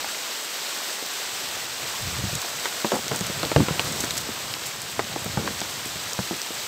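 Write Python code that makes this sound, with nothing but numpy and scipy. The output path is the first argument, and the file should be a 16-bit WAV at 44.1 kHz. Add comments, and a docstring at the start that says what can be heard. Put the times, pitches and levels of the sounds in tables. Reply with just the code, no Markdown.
"""Steady rain on a forest path, walking with a big leaf held close over a mono microphone.
At first, far drops wash through the canopy and patter on the litter, with the odd drip close by.
From 2 s the leaf rubs on the microphone, fat drips and bumps set it ringing, small drips tick
and wet foliage brushes past. The heaviest knock comes at 3.6 s, as the carried leaf rumbles.
Scattered knocks, rubs and rustles follow; the rumble and the rain ease towards the end."""
import sys
import numpy as np
from scipy import signal
from scipy.fft import rfft, irfft
from scipy.io import wavfile

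SR = 44100
rng = np.random.default_rng(int(sys.argv[2]) if len(sys.argv) > 2 else 0)


def log_audio(samples):
    """Write samples as a 16-bit WAV file to the path given in sys.argv[1]."""
    # one column per channel
    frames = np.atleast_2d(samples).T
    # limit to full scale, then quantise
    limited = np.clip(frames, -1, 1)
    pcm = np.round(limited * 32767).astype(np.int16)
    wavfile.write(sys.argv[1], SR, pcm)


N = 294147
TIME, HZ = np.arange(N) / SR, np.arange(N // 2 + 1) * SR / N

# rain all around as the microphone turns: t/s, relative canopy level/dB, relative patter level/dB
RAIN_LEVELS = [(0.0, -35.5, -31.5), (0.15, -39, -32), (2.69, -37, -31.5), (3.16, -37, -33),
               (3.75, -34.5, -32), (3.99, -35.5, -32), (4.33, -38, -34), (4.9, -40, -34.5),
               (5.39, -37.5, -33.5), (6.67, -41, -33)]
# spectrum of the rain from the path: f/Hz, level/dB
RAIN_SPECTRUM = [(40, -38), (90, -31), (180, -7.5), (350, -2), (700, 0.5), (1200, 0), (2200, -1), (3900, 1),
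                 (5200, -1), (7000, -3), (8100, -0.5), (10500, -3), (12500, 2), (15500, -0.5)]
# wet foliage passing the microphone: middle t/s, half length/s, level/dB
RUSTLE_SWELLS = [(2.62, 0.21, -37), (2.95, 0.13, -37), (3.17, .04, -36), (3.883, .11, -33.5),
                 (4.027, .035, -31), (4.174, 0.048, -28.5), (4.67, .03, -31), (5.882, 0.05, -33.5)]
# spectrum of that foliage: f/Hz, level/dB
RUSTLE_SPECTRUM = [(500, -25), (2500, -21.5), (6500, -14), (14000, -9)]
# rumble of the carried leaf: t/s, relative level/dB
SHAKE_LEVELS = [(0.0, -60), (0.35, -71), (0.91, -74), (1.49, -55), (2.04, -56), (2.21, -51), (2.36, -70),
                (2.56, -52.5), (2.9, -65), (3.05, -44.5), (3.81, -40.5), (4.68, -50.5), (5.41, -41),
                (5.66, -49.5), (6.33, -55), (6.5, -54), (6.67, -58)]
# spectrum of that rumble: f/Hz, level/dB
SHAKE_SPECTRUM = [(25, -29), (45, -14), (75, -8.5), (130, -1.5), (200, -9), (320, -15), (600, -15),
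                  (1500, -67), (4000, -70)]
# the big leaf right on the microphone: start t/s, length/s, level/dB, contact cut-off f/Hz
LEAF_RUBS = [(2.008, 0.365, -39, 128), (2.929, 0.023, -26, 680), (3.111, 0.027, -29.5, 790),
             (3.435, 0.018, -34, 500), (3.568, 0.048, -23, 355), (3.847, 0.17, -40.5, 454),
             (5.388, 0.12, -35, 490), (6.31, 0.027, -36.5, 446)]
# sharp ticks close by, mostly small drips, some further cracks of knocks on the big leaf: t/s, relative
# level/dB, f/Hz, spray t60/s
CLOSE_TICKS = [ (1.063, -17, 12000, .008), (2.353, -7.5, 8500, 0.011), (2.417, -13.5, 8050, 0.011),
               (2.6572, -13.5, 3500, .008), (3.161, -11, 10100, 0.019), (3.191, -14, 6460, 0.0088),
               (3.4302, -13.5, 4060, 0.012), (3.451, -15.5, 4450, 0.011), (3.7949, -6.5, 2860, 0.018),
               (4.004, -12, 9050, .035), (4.045, -11.5, 12000, .0045), (4.107, -16, 3030, 0.032),
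               (4.108, -16, 7000, .02), (4.1767, -15, 7540, 0.011), (4.179, -13, 5500, 0.025),
               (4.539, -12, 3870, .0063), (5.616, -17.5, 3000, .0053), (6.133, -13, 6000, 0.0051),
               (6.417, -13, 6000, .0044)]
# modes of the big leaf: f/Hz, level/dB
BIG_LEAF_MODES = [(82, -8), (122, -4), (148, -3), (205, 0), (305, -0.5), (365, -0.5), (445, 0.5), (560, -2),
                  (680, -2.5), (880, 4), (1120, 7), (1430, 13), (1850, 11), (2500, -14)]
# fat drips and bumps on it: t/s, level/dB over the first 20 ms, struck spot f/Hz, contact cut-off f/Hz
LEAF_KNOCKS = [ (0.044, -37, 910, 1110), (1.025, -40, 500, 605), (2.07, -34, 170, 256),
               (2.188, -33, 125, 190), (2.236, -27, 127, 247), (2.329, -34, 155, 220),
               (2.447, -37.5, 910, 920), (2.656, -30, 950, 2160), (2.846, -23.5, 358, 1000),
               (2.919, -23.5, 680, 940), (3.115, -27.5, 244, 1090), (3.210, -29.5, 191, 604),
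               (3.299, -33, 185, 453), (3.432, -27.5, 383, 1380), (3.516, -26.5, 420, 1290),
               (3.5619, -14.5, 144, 740), (3.603, -17.5, 288, 417), (3.684, -27, 497, 1400),
               (3.707, -25, 168, 244), (3.795, -30.5, 700, 1520), (4.038, -30.5, 312, 700),
               (4.289, -34, 477, 553), (4.993, -24, 690, 1340), (5.161, -30.5, 610, 1090),
               (5.261, -29.5, 227, 613), (5.373, -23, 197, 920), (5.476, -29.5, 1130, 1460),
               (5.616, -34, 220, 875), (5.859, -41, 250, 400), (5.957, -40, 180, 345),
               (6.190, -26, 190, 790), (6.310, -29, 343, 700), (6.505, -38, 454, 640)]
# treble shelf of the microphone: f/Hz, level/dB
MIC_SHELF = [(8200, 1.5), (9000, -9.5)]


def from_db(db):
    """Decibels to gain."""
    return 10 ** (np.asarray(db) / 20)


def rms_one(x):
    """Scale to an rms of 1."""
    return x / np.sqrt(np.mean(x ** 2) + 1e-20)


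def in_time(rows):
    """Each column of a curve at every sample."""
    s, *columns = np.transpose(rows)
    return [np.interp(TIME, s, c) for c in columns]


def coloured(x, spectrum):
    """Shape a sound by points of f/Hz, level/dB."""
    hz, db = np.transpose(spectrum)
    gain = from_db(np.interp(np.log(HZ + 1), np.log(hz), db))
    return irfft(rfft(x) * gain, N)


def cut(x, hz, kind, order=2):
    """Causal low- or high-pass."""
    return signal.sosfilt(signal.butter(order, np.clip(hz, 10, .45 * SR), kind, fs=SR, output="sos"), x)


def drift(rate_hz):
    """Slow random wander with an rms of 1."""
    return rms_one(irfft(rfft(rng.standard_normal(N)) / (1 + (HZ / rate_hz) ** 2), N))


def resonate(x, hz, width_hz):
    """One resonance with a peak gain of 1."""
    r = np.exp(-np.pi * width_hz / SR)
    w = 2 * np.pi * min(hz, .45 * SR) / SR
    return signal.lfilter(np.array([1, 0, -1]) * (1 - r * r) / 2, [1, -2 * r * np.cos(w), r * r], x + 1e-18)


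def add(out, s, sound):
    """Mix a short sound in at a time."""
    at = max(round(s * SR), 0)
    out[at:at + len(sound)] += sound[:max(N - at, 0)]


def droplets(per_s, spread_db, low_hz, high_hz, width, leaves=20):
    """Random impacts of uneven size, each ringing one of many heavily damped leaves; rms 1."""
    sizes = from_db(spread_db * np.minimum(rng.exponential(1, N), 4.5)) * rng.choice([-1, 1], N)
    clicks = sizes * (rng.random(N) < per_s / SR)
    leaf = rng.integers(0, leaves, N)
    pitches = np.geomspace(low_hz, high_hz, leaves)
    return rms_one(sum(resonate(clicks * (leaf == k), hz, width * hz) for k, hz in enumerate(pitches)))


def rain(waver_db=0.5, waver_hz=12):
    """Far drops in the canopy merge into a wash; nearer ones stay separate as patter and plops."""
    canopy_db, patter_db = in_time(RAIN_LEVELS)
    wash = rng.standard_normal(N) * from_db(.5 * drift(8))
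    patter = droplets(per_s=4500, spread_db=3, low_hz=1200, high_hz=13000, width=.5)
    plops = droplets(per_s=450, spread_db=4, low_hz=287, high_hz=2170, width=.17)
    drops = rms_one(coloured(wash + from_db(-6.5) * patter + from_db(-17) * plops, RAIN_SPECTRUM))
    body = coloured(drops, [(1500, -5), (3500, -25), (8000, -45)])
    bright = drops - body
    return body * from_db(canopy_db + 9.5) + bright * from_db(patter_db + 3 + waver_db * drift(waver_hz))


def near_drops(patter_db=-51, spit_db=-48):
    """Single drops land on leaves within arm's reach; the finest make only a bright spit."""
    patter = droplets(per_s=70, spread_db=1.5, low_hz=1800, high_hz=7500, width=.3)
    spits = droplets(per_s=23, spread_db=4.4, low_hz=9000, high_hz=15000, width=.4)
    return from_db(patter_db) * patter + from_db(spit_db) * spits


def rustles(crackle_db=1):
    """Wet leaves beside the path slide over each other in brief swells of hiss and crisp crackle."""
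    swell = sum(from_db(db) * np.exp(-((TIME - s) / half) ** 2) for s, half, db in RUSTLE_SWELLS)
    slide = droplets(per_s=2500, spread_db=5.5, low_hz=3000, high_hz=15000, width=.7)
    crackle = droplets(per_s=160, spread_db=1.5, low_hz=4000, high_hz=15000, width=.8)
    return swell * rms_one(coloured(slide + from_db(crackle_db) * crackle, RUSTLE_SPECTRUM))


def shaking(rumble_gain_db=2, loose_db=-48, loose_follows=0.29):
    """Jolts of the leaf over the microphone merge into a lumpy rumble and shake crisp drops loose."""
    level_db, = in_time(SHAKE_LEVELS)
    jolts = droplets(per_s=230, spread_db=-2, low_hz=60.3, high_hz=700, width=.35)
    flutter = rng.standard_normal(N) * from_db(2 * drift(15))
    rumble = rms_one(coloured(jolts + from_db(6) * flutter, SHAKE_SPECTRUM))
    loose = droplets(per_s=70, spread_db=9, low_hz=3000, high_hz=14000, width=.74)
    loose_gain = from_db(loose_db + loose_follows * (level_db - level_db.max()))
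    return from_db(level_db + rumble_gain_db) * rumble + loose_gain * loose


def rubs(slips_per_s=900, width=0.26, deepest_share=0.11, attack_s=0.0027, release_s=0.021):
    """The leaf sticks and slips on the microphone, ringing its modes; high ones need a hard contact."""
    out = np.zeros(N)
    slips = rng.standard_normal(N) * (rng.random(N) < slips_per_s / SR)
    leaf = sum((-1) ** k * from_db(db) * resonate(slips, hz, width * hz)
               for k, (hz, db) in enumerate(BIG_LEAF_MODES))
    for s, length, db, contact_hz in LEAF_RUBS:
        rub = cut(leaf, deepest_share * contact_hz, "high")
        rub = cut(rub, contact_hz, "low", order=4)
        press = np.clip((TIME - s) / attack_s, 0, 1)
        release = np.exp(-np.maximum(TIME - s - length, 0) / release_s)
        out += from_db(db) * press * release * rms_one(rub)
    return out


def splats(gain_db=4.5, db_per_octave=2, pitch_ratio=1.62, t60=0.02):
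    """Each knock on the wet leaf ticks, louder and higher for a harder contact; rows as in CLOSE_TICKS."""
    return [(s, db + gain_db + db_per_octave * np.log2(contact_hz / 1000), pitch_ratio * contact_hz, t60)
            for s, db, _, contact_hz in LEAF_KNOCKS]


def ticks(spray_db=-6, gain_db=-5.5, crack_db=-11, samples=3000):
    """Close to the microphone, a hard impact and brief spray crack brightly and ring a small stiff leaf."""
    out, t = np.zeros(N), TIME[:samples]
    for s, level_db, hz, t60 in CLOSE_TICKS + splats():
        spray = from_db(spray_db - 60 * t / t60) * rng.standard_normal(samples)
        impact = (t == 0) + spray
        brightness = from_db(crack_db) * (hz / 3500) ** 2   # smaller targets crack brighter
        tick = resonate(impact, hz, .55 * hz) + brightness * cut(impact, 5800, "high")
        onset_rms = np.sqrt(np.mean(tick[:SR // 1000] ** 2))
        add(out, s, from_db(level_db + gain_db) * tick / onset_rms)
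    return out


def thumps(smack_db=18, note_db=7, splash_db=21, scatter_db=4, damping=0.85,
           usual_db=-26.5, usual_t60=0.068, deepest_share=0.47, samples=13000):
    """Just over the microphone, a knock dents the big leaf with a smack and a splash and rings its modes."""
    out, t = np.zeros(N), TIME[:samples]
    mode_hz, mode_db = np.transpose(BIG_LEAF_MODES)
    for s, level_db, note_hz, contact_hz in LEAF_KNOCKS:
        t60 = usual_t60 * np.exp(0.0176 * (level_db - usual_db))   # heavier knocks ring longer
        strength, bend = rng.standard_normal((2, len(mode_hz)))
        hz = np.append(mode_hz * (1 + 0.077 * bend), note_hz)   # flexing shifts the modes at each knock
        gains = from_db(np.append(mode_db + scatter_db * strength, note_db))
        decay = from_db(-60 * np.outer((hz / 300) ** damping / t60, t))   # high modes die first
        rings = gains @ (decay * np.sin(2 * np.pi * np.outer(hz, t)))
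        splash = cut(rng.standard_normal(samples), 1800, "low", order=1)
        splash *= from_db(splash_db - 60 * t / t60)
        smack = from_db(smack_db) * np.exp(-t / 0.00004)
        hit = cut(rings + splash + smack, deepest_share * note_hz, "high", order=3)
        hit = cut(hit, contact_hz, "low", order=4)
        onset_rms = np.sqrt(np.mean(hit[:SR // 50] ** 2))
        add(out, s, -from_db(level_db) * hit / onset_rms)
    return out


def scene():
    """One microphone under the leaf feeds both channels."""
    mono = rain() + near_drops() + thumps() + ticks() + rubs() + shaking() + rustles()
    return np.tile(mono, (2, 1))


def record(dry):
    """The microphone shelves the treble down; the top is cut steeply and peaks are held to a ceiling."""
    cutoff_hz, ceiling = 15600, .92
    top_cut = signal.ellip(12, .1, 80, cutoff_hz, fs=SR, output="sos")
    heard = signal.sosfilt(top_cut, coloured(dry, MIC_SHELF))
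    return np.clip(heard, -ceiling, ceiling)


dry = scene()
out = record(dry)
log_audio(out)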